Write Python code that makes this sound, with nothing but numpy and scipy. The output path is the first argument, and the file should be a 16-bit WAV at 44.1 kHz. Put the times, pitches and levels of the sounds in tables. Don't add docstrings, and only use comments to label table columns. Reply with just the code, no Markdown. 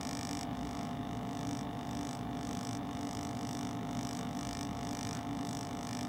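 import sys
import numpy as np
from scipy import signal
from scipy.fft import rfft, irfft, next_fast_len
from scipy.io import wavfile
from scipy.ndimage import map_coordinates

SR = 44100
rng = np.random.default_rng(int(sys.argv[2]) if len(sys.argv) > 2 else 0)


def store_wav(level_fs):
    pcm = np.round(np.clip(np.atleast_2d(level_fs), -1, 1) * 32767)
    wavfile.write(sys.argv[1], SR, pcm.T.astype(np.int16))


N = 268128
MAINS_HZ, FIRST_KNOCK_S = 50.0055, .0112
FIRM_DB = -56


def amp(db):
    return 10 ** (np.asarray(db) / 20)


def unit(x):
    return x / np.sqrt(np.mean(x ** 2) + 1e-20)


def wobble(rate, size=4000):
    at = np.linspace(0, N, size)
    coarse = map_coordinates(rng.standard_normal(int(N * rate / SR) + 4), [at * rate / SR])
    return np.interp(np.arange(N), at, coarse)


def filtered(x, response):
    size = next_fast_len(N + SR // 2)
    return irfft(rfft(x, size) * response(np.fft.rfftfreq(size, 1 / SR)), size)[:N]


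def coloured(x, points):
    pitch_hz, gain_db = np.transpose(points)
    return unit(filtered(x, lambda hz: amp(np.interp(np.log(hz + 1), np.log(pitch_hz), gain_db))))


def ring(modes, size=8192):
    hz = np.fft.rfftfreq(size, 1 / SR)
    power = sum((amp(db) / (1 + (2 * (hz - pitch) / width) ** 2)) ** 2 for pitch, width, db in modes)
    cepstrum = irfft(np.log(power) / 2)
    cepstrum[1:size // 2] *= 2
    cepstrum[size // 2:] = 0
    response = irfft(np.exp(rfft(cepstrum)))[:size // 2]
    return response / np.linalg.norm(response)


def blows(times, sizes, order=8):
    at = times[:, None] * SR
    taps = np.floor(at).astype(int) + np.arange(1 - order, order + 1)
    shape = np.sinc(taps - at) * np.sinc((taps - at) / order)
    train = np.bincount(np.clip(taps, 0, N).ravel(), (sizes[:, None] * shape).ravel(), N + 1)
    return train[:N] * np.sqrt(SR / MAINS_HZ)


def struck(modes, level_db, scatter_db, jitter_us, bounce_db, bounce_ms):
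    times = np.arange(FIRST_KNOCK_S, N / SR, 1 / MAINS_HZ)
    at = (times * SR).astype(int)
    size, slip, rebound = rng.standard_normal((len(times), 3)).T
    force = amp(level_db[at] + scatter_db * size)
    delay_s = np.exp(0.23 * wobble(4)[at]) * bounce_ms / 1000
    times = times + slip * jitter_us / 10 ** 6
    train = blows(times, force) + blows(times + delay_s, force * amp(bounce_db + 2 * rebound))
    return signal.fftconvolve(train, ring(modes))[:N]


def enclosure(x, wet_db, t60_s):
    t = np.arange(SR // 4) / SR
    tail = rng.standard_normal(len(t)) * amp(-60 * t / t60_s) * (t > .001)
    return x + amp(wet_db) * signal.fftconvolve(x, tail / np.linalg.norm(tail))[:N]


def equipment():
    # pitch_hz, width_hz, level_db
    fan_tones = [(58.4, 3, -57.5), (76, 5, -61.5), (94, 6, -58.5), (117.2, 8, -51), (246, 1.148, -47.5),
                 (260.4, 6, -54), (280, 11, -55.5), (285.1, 7, -48), (590.6, 1.99, -68), (892, 1, -60.5)]
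    # pitch_hz, gain_db
    rumble_eq = [(20, -40), (42, -28), (55, -13), (105, -8.5), (135, 1), (155, -0.5), (172, 1), (212, 0),
                 (238, -3.5), (295, -2.5), (325, -10), (370, -14), (435, -8), (520, -14.5), (700, -48.5)]
    # pitch_hz, gain_db
    air_eq = [(350, -14.5), (560, 2), (700, 5.5), (900, -2), (1150, 4), (1350, -5.5), (1550, -8.5),
              (1780, -5.5), (2550, -14), (3400, -10.5), (4200, -18.5), (7000, -26), (11000, -52),
              (15500, -39)]
    t = np.arange(N) / SR
    drone = np.zeros(N)
    for hz, width, db in fan_tones:
        flutter = 5 / width ** 2 + wobble(2 * width) + 1j * wobble(2 * width)
        drone += amp(db) * unit(np.real(flutter * np.exp(2j * np.pi * (hz * t + rng.random()))))
    rumble = amp(-44) * coloured(rng.standard_normal(N), rumble_eq)
    air = amp(-52.5 + .6 * wobble(6)) * coloured(rng.standard_normal(N), air_eq)
    return drone + rumble + air


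def sizzle(count=90):
    # pitch_hz, gain_db
    snap_eq = [(3000, -16), (6000, 8), (7400, -31), (8000, 0), (9500, -10), (10900, 19.5), (11800, -34),
               (13300, -32), (14500, -7), (15600, 10.5)]
    # pitch_hz, relative_db
    whine_tones = [(10503, -95), (10950, -80), (11003, -87), (12349, -90), (14201, -82), (14400, -81),
                   (14702, -83), (14853, -77), (15353, -80)]
    cycles = np.arange(0, N / SR, 1 / MAINS_HZ)
    offsets, sizes = rng.random(count) / MAINS_HZ, rng.standard_normal(count)
    snaps = blows((cycles[:, None] + offsets).ravel(), np.tile(sizes, len(cycles)))
    t = np.arange(N) / SR
    whine = sum(amp(db + wobble(6)) * np.sqrt(2) * np.cos(2 * np.pi * (hz * t + rng.random()))
                for hz, db in whine_tones)
    return amp(-73) * coloured(snaps, snap_eq) + amp(-3) * whine


def hum(smear_rad=0.121, lag_s=.003):
    # mains_multiple, relative_db
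    harmonics = [(8, -16), (9, -9.5), (10, -20), (11, -16.5), (12, -9), (13, -17), (14, 3.5), (15, -1.5),
                 (16, -2), (17, -3), (18, -13.5), (19, -10.5), (20, -16.5), (21, -9), (22, -10.5),
                 (24, -12)]
    turn = 2 * np.pi * MAINS_HZ * (np.arange(N) / SR - FIRST_KNOCK_S - lag_s)
    tones = np.zeros(N)
    for multiple, db in harmonics:
        spread = smear_rad * (multiple - 15) ** 2
        phase = multiple * turn + multiple % 2 * np.pi / 2 + spread
        tones += amp(db + .5 * wobble(5)) * np.cos(phase)
    return amp(-47.5) * unit(tones)


def pressure(touch_s=.04, growth_db=21.5, free_db=-83, waver_db=0.54):
    # start_s, rise_s, slip_s, release_t60_s, level_db
    swells = [(-0.4, 0.4, 0.43, 0.066, -49.1), (0.471, 0.2, 0.837, 0.516, -56.6),
              (0.951, 0.294, 1.17, 0.157, -58.4), (1.158, 0.292, 1.606, 0.188, -54.8),
              (1.663, 0.487, 2.14, 0.327, -51.7), (2.257, 0.298, 2.767, 0.067, -53.3),
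              (2.789, 0.398, 3.246, 0.57, -52.6), (3.18, 0.388, 3.674, 0.52, -53.1),
              (3.774, 0.321, 4.187, 0.359, -50.9), (4.207, 0.318, 4.639, 0.219, -50.3),
              (4.642, 0.402, 5.142, 0.351, -49.3), (5.218, 0.469, 5.559, 0.749, -48.6),
              (5.657, 0.327, 6.027, 0.282, -49.6)]
    t = np.arange(N) / SR
    power = amp(free_db) ** 2
    for start, rise, slip, release, db in swells:
        touch = np.clip((t - start) / touch_s, 0, 1)
        to_go = 1 - np.clip((t - start) / rise, 0, 1)
        fall_db = 60 * np.maximum(t - slip, 0) / release
        power = power + (touch * amp(db - growth_db * to_go ** 2 - fall_db)) ** 2
    return 10 * np.log10(power) + waver_db * wobble(14)


def crackle(contact_db, count=130):
    times = rng.random(count) * N / SR
    sizes = amp(2 * rng.standard_normal(count) + contact_db[(times * SR).astype(int)] / 2)
    return amp(-75) * coloured(blows(times, sizes), [(1500, -15), (3500, -4), (8000, 2), (15000, -7)])


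def scuff(peak_s=5.17, half_width_s=0.048):
    swell = np.exp(-((np.arange(N) / SR - peak_s) / half_width_s) ** 2)
    rub_eq = [(400, -15), (900, -1), (1400, 4), (2200, -10), (4000, -13), (10000, -28)]
    return amp(-51) * swell * coloured(rng.standard_normal(N), rub_eq)


def grit(contact_db, lead_s=0.00065, decay_s=.0028):
    age_s = (np.arange(N) / SR - FIRST_KNOCK_S + lead_s) % (1 / MAINS_HZ)
    bursts = np.exp(-age_s / decay_s) * amp(2.9 * wobble(30)) * rng.standard_normal(N)
    scrape_eq = [(1000, -20), (1800, -14), (3000, 12), (5500, 5.5), (7400, 10), (9000, -9),
                 (12000, 2.5), (14500, 1), (15800, -6.5)]
    return amp(contact_db - 9.5) * coloured(bursts, scrape_eq)


def clatter(lag_s=0.00158, scatter_db=1.7, jitter_s=.00003):
    # start_s, end_s, level_db
    spells = [(0, .44, -59.5), (4.52, 4.64, -59), (4.92, 5.165, -59.5), (5.86, 6.02, -58.5)]
    # pitch_hz, width_hz, relative_db
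    clamp_modes = [(1230, 240, -2), (1870, 290, 9.5), (2397, 190, 4.5), (3150, 300, -5), (3700, 400, -28),
                   (4470, 530, -2.5)]
    times = np.arange(FIRST_KNOCK_S, N / SR, 1 / MAINS_HZ)
    size, slip = rng.standard_normal((len(times), 2)).T
    force = sum(amp(db) * (times > start) * (times < end) for start, end, db in spells)
    train = blows(times + lag_s + jitter_s * slip, force * amp(scatter_db * size))
    return enclosure(signal.fftconvolve(train, ring(clamp_modes))[:N], wet_db=-11, t60_s=0.1)


def knock(contact_db, lead_s=0.00022):
    # pitch_hz, width_hz, relative_db
    stand_modes = [(1277, 250, 6), (1470, 110, -1), (1733, 130, 4.5), (1913, 220, 1), (2113, 195, 1),
                   (2330, 98, 3), (2750, 240, -7.5), (2947, 234, 2.5), (3540, 78, -6), (3580, 255, 3),
                   (3695, 125, 4)]
    level_db = -55.5 + 0.14 * (contact_db - FIRM_DB)
    knocks = struck(stand_modes, level_db, scatter_db=1.16, jitter_us=4.2,
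                    bounce_db=-11.5, bounce_ms=1.21)
    early = filtered(knocks, lambda hz: np.exp(2j * np.pi * hz * lead_s))
    return enclosure(early, wet_db=-15.5, t60_s=0.081)


def tick(contact_db, shimmer_db=0.8, wall_s=.0072, wall_db=-24):
    # pitch_hz, width_hz, relative_db
    glass_modes = [(1900, 220, -17.5), (3660, 660, -10), (4310, 330, -8), (4770, 380, -7.5), (5223, 270, 1),
                   (5470, 600, -1.5), (5800, 390, 2), (6320, 350, 0), (6810, 260, -6.5), (7000, 240, -7.5),
                   (7936, 182, 0), (8634, 410, -6), (9280, 170, -14), (9860, 400, -18), (10740, 600, -21),
                   (12700, 830, -32), (14500, 1200, -23)]
    ticks = struck(glass_modes, contact_db + 0.34, scatter_db=0.97, jitter_us=6.7,
                   bounce_db=-13.5, bounce_ms=0.403)
    treble = filtered(ticks, lambda hz: 1 / (1 + (7400 / (hz + 1)) ** 20))
    lift_db = 1.6 + 0.058 * (contact_db - FIRM_DB) + shimmer_db * wobble(8.5)
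    bright = ticks + treble * (amp(lift_db) - 1)
    with_echo = filtered(bright, lambda hz: 1 + amp(wall_db) * np.exp(-2j * np.pi * hz * wall_s))
    return enclosure(with_echo, wet_db=-11, t60_s=0.032)


def scene():
    contact_db = pressure()
    buzz = knock(contact_db) + tick(contact_db)
    rattle = grit(contact_db) + crackle(contact_db) + clatter()
    stirrer = buzz + rattle + hum() + sizzle() + scuff()
    return (stirrer + equipment())[None]


def record(dry):
    return filtered(dry[0], lambda hz: hz < 15870)[None]


dry = scene()
out = record(dry)
store_wav(out)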